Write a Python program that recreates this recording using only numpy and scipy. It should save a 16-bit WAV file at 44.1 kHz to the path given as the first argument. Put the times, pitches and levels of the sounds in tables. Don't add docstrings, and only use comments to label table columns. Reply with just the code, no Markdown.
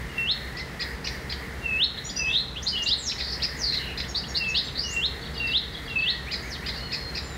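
import sys
import numpy as np
from scipy import signal
from scipy.fft import rfft, irfft, next_fast_len
from scipy.io import wavfile
from scipy.ndimage import uniform_filter1d, map_coordinates

SR = 44100
rng = np.random.default_rng(int(sys.argv[2]) if len(sys.argv) > 2 else 0)


def dump(signal):
    limited = np.clip(np.atleast_2d(signal).T, -1, 1)
    pcm = np.round(limited * 32767).astype(np.int16)
    wavfile.write(sys.argv[1], SR, pcm)


N = 325017


def amp(db):
    return 10 ** (np.asarray(db) / 20)


def along(points, hz):
    f, v = np.transpose(points)
    return np.interp(np.log(hz + 1), np.log(f + 1), v)


def over_time(points):
    return np.interp(np.arange(N) / SR, *np.transpose(points))


def wobble(rate, size=N):
    knots = rng.standard_normal(int(size * rate / SR) + 4)
    return map_coordinates(knots, [np.arange(size) * rate / SR])


def filtered(x, response):
    size = next_fast_len(N + SR // 2)
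    return irfft(rfft(x, size) * response(np.fft.rfftfreq(size, 1 / SR)), size)[:N]


def noise(spectrum):
    x = filtered(rng.standard_normal(N), lambda hz: amp(along(spectrum, hz)))
    return x / np.sqrt(np.mean(x ** 2) + 1e-20)


def span(start, length):
    i = np.arange(max(int(start * SR), 0), min(int((start + length) * SR), N))
    return i, np.clip((i / SR - start) / length, 0, 1)


def fade(u, rise, fall):
    opening = np.sin(np.pi / 2 * np.clip(u / rise, 0, 1))
    closing = np.sin(np.pi / 2 * np.clip((1 - u) / fall, 0, 1))
    return opening * closing


def arc(u, first, middle, last):
    return np.polyval(np.polyfit([0, .5, 1], [first, middle, last], 2), u)


def tone(hz, partials_db=(0,)):
    phase = 2 * np.pi * np.cumsum(hz) / SR
    return np.sqrt(2) * sum(amp(db) * np.sin((k + 1) * phase) for k, db in enumerate(partials_db))


# f/Hz, time to fade by 60 dB/s
REED_DECAY = [(2000, 0.55), (4500, 0.52), (8000, 0.5)]

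def reed_echoes(x, near_db, tail_db, near_decay_s=.12):
    hz, t, spectrum = signal.stft(rng.standard_normal(SR // 2), SR, nperseg=256)
    decay = amp(-60 * t / along(REED_DECAY, hz)[:, None])
    tail = signal.istft(spectrum * decay, SR, nperseg=256)[1]
    t = np.arange(len(tail)) / SR
    stems = rng.standard_normal(len(t)) ** 3 * amp(-60 * t / near_decay_s) * (t > .003)
    response = amp(near_db) * stems / np.linalg.norm(stems) + amp(tail_db) * tail / np.linalg.norm(tail)
    echoes = signal.fftconvolve(x, response)[:N]
    return x + filtered(echoes, lambda hz: amp(along([(2700, -6), (4000, 0)], hz)))


# f/Hz, relative level/dB
AIR_SPECTRUM = [(20, -30), (32, -11), (50, 1), (68, 2.5), (95, -5.5), (160, -3.5), (250, -9.5), (340, -12),
                (600, -14.5), (1100, -17), (1500, -20), (2200, -53), (3300, -120)]

def outdoor_rush(level_db=-39):
    return amp(level_db + .28 * wobble(7.9)) * noise(AIR_SPECTRUM)


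# f/Hz, relative level/dB
HISS_SPECTRUM = [(600, -23), (1400, 5), (2600, 0.5), (4500, -2.5), (6000, -8.5), (8000, -13),
                 (12000, -18.5), (15500, -25)]

def reed_hiss(level_db=-46.5):
    return amp(level_db + .4 * wobble(1.64)) * noise(HISS_SPECTRUM)


# f/Hz, level/dB
ENGINE_TONES = [(64.3, -44), (75.3, -57), (129.5, -51.5), (150.6, -53), (188.3, -55), (226, -62.5),
                (263.5, -57.5), (338.5, -63.5), (376.5, -60.5), (414, -57.5), (452, -57.5), (465.5, -58)]
# t/s, added level/dB
ENGINE_EFFORT = [(0, -0.5), (1.4, -0.5), (3.1, -1), (3.7, -1), (5.5, 2.5), (6.3, -1.5), (7.37, 0.5)]

def engine_hum():
    tones = sum(amp(db + 1.8 * wobble(2.07)) * tone(hz + .586 * wobble(2.984))
                for hz, db in ENGINE_TONES)
    return amp(over_time(ENGINE_EFFORT)) * tones


# f/Hz, relative level/dB
CHORUS_SPECTRUM = [(1000, -50), (1500, -11), (1850, 1.5), (2120, -2), (2450, -18), (3000, -29.5)]
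# t/s, relative level/dB
CHORUS_LEVELS = [(0.0, -45.5), (1.37, -45), (2.52, -48), (3.86, -43.5), (4.25, -47.5), (5.67, -46.5),
                 (6.28, -45.5), (7.37, -49)]

def far_chorus(gain_db=1.5):
    return amp(gain_db + over_time(CHORUS_LEVELS) + 2.26 * wobble(14)) * noise(CHORUS_SPECTRUM)


# t/s, length/s, start f/Hz, end f/Hz, level/dB
FAR_CALLS = [(.526, .12, 1915, 2080, -39), (.78, 0.07, 1940, 1850, -40), (6.042, .19, 1975, 1890, -39.5),
             (6.257, 0.063, 1900, 3200, -42.5), (6.411, 0.073, 1906, 2450, -45),
             (6.612, 0.073, 1900, 3350, -43.5), (6.755, 0.1, 2740, 3050, -47),
             (6.84, 0.082, 3030, 2790, -47), (6.741, 0.315, 4330, 4277, -43.5),
             (6.999, 0.244, 4210, 4160, -45.5), (7.186, 0.18, 7170, 7170, -55),
             (7.28, 0.098, 4100, 3680, -52)]

def far_birds(waver_hz=45):
    out, waver, flutter = np.zeros(N), wobble(300), wobble(60)
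    for start, length, first, last, db in FAR_CALLS:
        i, u = span(start, length)
        hz = first + (last - first) * u + waver_hz * waver[i]
        out[i] += amp(db + 2 * flutter[i]) * fade(u, .34, .13) * tone(hz)
    return out


def far_twitter(start_s=5.212, period_s=.1283, pairs=8, note_s=.035):
    out, waver, flutter = np.zeros(N), wobble(300), wobble(160)
    for k in range(pairs):
        for delay_s, db in ((0, -42.5), (.034, -43.5)):
            i, u = span(start_s + k * period_s + delay_s, note_s)
            hz = arc(u, 4926, 3900, 2900) * (1 + .0427 * waver[i])
            out[i] += amp(db + 4 * flutter[i]) * fade(u, .14, .19) * tone(hz)
    return out


# end t/s, full voice before the end/s, swell before the end/s, held f/Hz, drift/Hz,
# then level/dB of the held note, the swell, the lead-in, the flick and the tip
WHISTLE_CALLS = [(.322, 0.139, 0.15, 2700, 0, -24, -28.5, -47, -17, -36),
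                 (1.849, 0.188, 0.17, 2593, 42, -26, -25.5, -39, -15.5, -35.5),
                 (2.386, 0.2, 0.19, 2574, 108, -35.5, -28, -44, -20, -46),
                 (2.941, 0.21, 0.078, 2835, -62, -31.5, -26, -45, -17, -50),
                 (4.6, 0.19, 0.13, 2625, -30, -30.5, -26, -35, -18, -50),
                 (5.067, 0.1, 0.15, 2738, -2, -20.5, -27, -34.5, -17, -40),
                 (5.583, 0.18, .11, 2699, 0, -28, -28.5, -43, -17, -40),
                 (6.11, 0.15, 0.092, 2608, 26.5, -21, -26.5, -40, -19, -41)]

def whistling_bird(call_s=.235, settle_s=.125, flick_s=.068, top_hz=4297, tip_hz=5200):
    out, waver, flutter = np.zeros(N), wobble(90), wobble(45)
    for (end, full_s, swell_s, held_hz, drift_hz,
         held_db, swell_db, lead_db, flick_db, tip_db) in WHISTLE_CALLS:
        start, full, swell, turn = end - call_s, end - full_s, end - swell_s, end - flick_s
        i, u = span(start, call_s + .0041)
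        t = i / SR
        settle_hz = 240.6 * np.clip(1 - (t - start) / settle_s, 0, 1) ** 1.7
        climb = uniform_filter1d(np.clip((t - turn) / (flick_s - .006), 0, 1) ** 1.7, size=240)
        base_hz = held_hz + np.interp(t, [turn - .045, turn], [0, drift_hz])
        hz = base_hz + settle_hz + (top_hz - base_hz) * climb
        levels = [(start, lead_db - 4), (full - .005, lead_db), (full, held_db),
                  (swell - .012, held_db), (swell - .005, held_db - 6),
                  (swell, swell_db), (turn - .004, swell_db),
                  (turn + .012, swell_db - 5),
                  (end - .022, flick_db), (end, flick_db - 4)]
        db = np.interp(t, *np.transpose(levels)) + 2.5 * flutter[i]
        voice = tone(hz * (1 + .0067 * waver[i]), partials_db=(0, -46))
        out[i] += amp(db) * fade(u, .048, .051) * voice
        i, u = span(end - .009, .013)
        out[i] += amp(tip_db) * fade(u, .44, .92) * tone(np.full(len(i), tip_hz))
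    return out


# t/s, top f/Hz, relative level/dB at the edges and at the crest
CHACK_CALLS = [(.566, 2680, -33.5, -37), (.794, 2500, -32.5, -24.5), (1.043, 2900, -26, -32.5),
               (1.294, 2630, -29, -42), (3.179, 2577, -30, -33), (3.419, 2700, -30.5, -23),
               (3.718, 2720, -26.5, -35), (3.973, 2690, -27, -46), (6.311, 2520, -27.5, -27),
               (6.66, 2664, -28, -41), (6.916, 2610, -30, -23), (7.148, 2705, -27, -35)]
# f/Hz, gain/dB
BEAK_FILTER = [(1200, -14), (1900, -1), (2800, -1), (4000, -1), (4900, -4), (5400, -7.5), (6100, -11.5),
               (7500, -16.5), (9000, -42)]

def warbler_chacks(length_s=.036, edge_pitch_ratio=.66, shut_db=2.5):
    out, shake, flutter = np.zeros(N), wobble(1800), wobble(700)
    for start, top_hz, edge_db, crest_db in CHACK_CALLS:
        i, u = span(start, length_s)
        rasp = np.interp(u, [0, .3, .55, .8], [.11, .033, .033, .13])
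        edge_hz = edge_pitch_ratio * top_hz
        hz = arc(u, edge_hz, top_hz, edge_hz) * (1 + rasp * shake[i])
        db = np.interp(u, [.2, .55, .82], [edge_db - shut_db / 2, crest_db, edge_db + shut_db / 2])
        lowest_db = np.interp(u, [.6, .9], [-11, -5])
        voice = tone(hz, partials_db=(lowest_db, 0, -11, -24))
        out[i] += amp(db + 2 * flutter[i]) * fade(u, .2, .14) * voice
    return filtered(out, lambda hz: amp(along(BEAK_FILTER, hz)))


def raspy_voice(hz, rasp, shake_hz, flutter_db):
    hz = hz + rasp * shake_hz
    throat_db = np.interp(hz, [2300, 3900], [-5, 0])
    return amp(throat_db + rasp * flutter_db) * tone(hz, partials_db=(0, -35))


# t/s, f/Hz, relative level/dB
HIGH_SLUR = [(2.955, 9329, -50), (2.969, 9060, -56), (2.987, 7720, -39.5), (3.051, 6720, -34),
             (3.079, 5330, -24.5), (3.11, 4920, -31)]
LOW_SLUR = [(3.565, 6958, -46), (3.585, 6723, -44), (3.635, 4695, -24.5), (3.691, 4235, -24),
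            (3.721, 4119, -30), (3.745, 4033, -22), (3.757, 4081, -33.5), (3.79, 3930, -25)]
RISING_SLUR = [(4.75, 3730, -33), (4.776, 4319, -27.5), (4.79, 4550, -25), (4.83, 5190, -33),
               (4.89, 6150, -40), (4.92, 6980, -36), (4.95, 7740, -39)]
LATE_SLUR = [(6.42, 6900, -50), (6.446, 6342, -53), (6.494, 6644, -53), (6.52, 5090, -35),
             (6.57, 2640, -36)]

def warbler_slurs(shake_hz, flutter_db, rasp=.536, gain_db=-3.5, fade_s=.0072):
    out = np.zeros(N)
    for path in (HIGH_SLUR, LOW_SLUR, RISING_SLUR, LATE_SLUR):
        times, hz, db = np.transpose(path)
        length = times[-1] - times[0]
        i, u = span(times[0], length)
        gain = amp(gain_db + np.interp(i / SR, times, db)) * fade(u, fade_s / length, fade_s / length)
        out[i] += gain * raspy_voice(np.interp(i / SR, times, hz), rasp, shake_hz[i], flutter_db[i])
    return out


NOTE_SHAPES = {"pip": (.022, 2400, 3080, 3530, 0.27), "chip": (.048, 3400, 4420, 4900, 0.637),
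               "squeak": (.044, 4570, 6470, 7060, .7), "zip": (0.016, 2570, 4410, 5300, .8),
               "chord": (0.042, 6500, 6700, 6100, 0.22), "arched chord": (0.0472, 6400, 6760, 6650, 0.18),
               "drop": (0.023, 5100, 3320, 2380, .8), "wheeze": (.2, 3500, 4600, 4840, 1.06),
               "murmur": (.2, 3000, 2820, 2640, .48)}
SONG_PHRASES = {"squeaky": [(0, "pip", 1.7, -29.5), (.063, "squeak", 0.9, -40), (.103, "chip", 1, -26)],
                "two-voiced": [(0, "pip", 0.86, -36.5), (.045, "chord", 1, -45), (.108, "chip", 1, -27)]}
# t/s, phrase, times sung, period/s
PHRASE_RUNS = [(2.553, "squeaky", 2, .198), (4.034, "two-voiced", 3, .199)]
# t/s, note, length ratio, pitch ratio, relative level/dB
SINGLE_NOTES = [(1.973, "pip", 0.83, 1.23, -30.5), (2.038, "arched chord", 1.05, 1.03, -40),
                (2.09, "zip", 1.05, 1.01, -32.5), (2.157, "arched chord", 0.92, .873, -31.5),
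                (2.254, "pip", 8.15, 1.2, -28.5), (3.085, "pip", 1, 1.3, -28.5),
                (3.104, "drop", 1.1, .97, -30), (3.176, "wheeze", 1, 1, -36),
                (3.396, "pip", 0.65, .97, -37), (3.415, "chip", 0.76, 1.06, -26.5),
                (4.638, "arched chord", 0.78, 1.1, -51), (4.667, "drop", 1.25, 1.09, -35),
                (3.764, "murmur", 1, 1, -36), (6.691, "wheeze", 0.61, 0.93, -42.5)]

def warbler_notes(shake_hz, flutter_db, second_ratio=.836, second_db=.5):
    out = np.zeros(N)
    repeated = [(start + k * period + offset, name, stretch, 1, db)
                for start, phrase, repeats, period in PHRASE_RUNS
                for k in range(repeats)
                for offset, name, stretch, db in SONG_PHRASES[phrase]]
    for start, name, stretch, pitch_ratio, db in SINGLE_NOTES + repeated:
        length, first, middle, last, rasp = NOTE_SHAPES[name]
        i, u = span(start, length * stretch)
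        hz = pitch_ratio * arc(u, first, middle, last)
        voice = raspy_voice(hz, rasp, shake_hz[i], flutter_db[i])
        if "chord" in name:
            voice += amp(second_db) * raspy_voice(second_ratio * hz, rasp, shake_hz[i], flutter_db[i])
        out[i] += amp(db) * fade(u, .38, .3) * voice
    return out


def scene():
    birds = reed_echoes(whistling_bird(), near_db=-3, tail_db=-5)
    shake_hz = 340 * wobble(900) + 200 * wobble(2200)
    flutter_db = 3 * wobble(350)
    song = warbler_notes(shake_hz, flutter_db) + warbler_slurs(shake_hz, flutter_db)
    birds += reed_echoes(song, near_db=.5, tail_db=-2.5)
    birds += reed_echoes(warbler_chacks(), near_db=-1.5, tail_db=-3)
    birds += reed_echoes(far_birds(), near_db=-5, tail_db=-2.5)
    birds += reed_echoes(far_twitter(), near_db=-6, tail_db=2)
    background = outdoor_rush() + engine_hum() + far_chorus() + reed_hiss()
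    return (background + birds)[None]


def record(dry):
    threshold_db, share_removed, recover_db_per_s, top_hz = -24.5, .37, 6.5, 15750
    level_db = 10 * np.log10(np.abs(uniform_filter1d(dry[0] ** 2, size=220)) + 1e-12)
    wanted_cut_db = share_removed * np.maximum(level_db - threshold_db, 0)
    recovery_db = recover_db_per_s * np.arange(N) / SR
    cut_db = np.maximum.accumulate(wanted_cut_db + recovery_db) - recovery_db
    return filtered(dry[0] * amp(-cut_db), lambda hz: hz < top_hz)[None]


dry = scene()
out = record(dry)
dump(out)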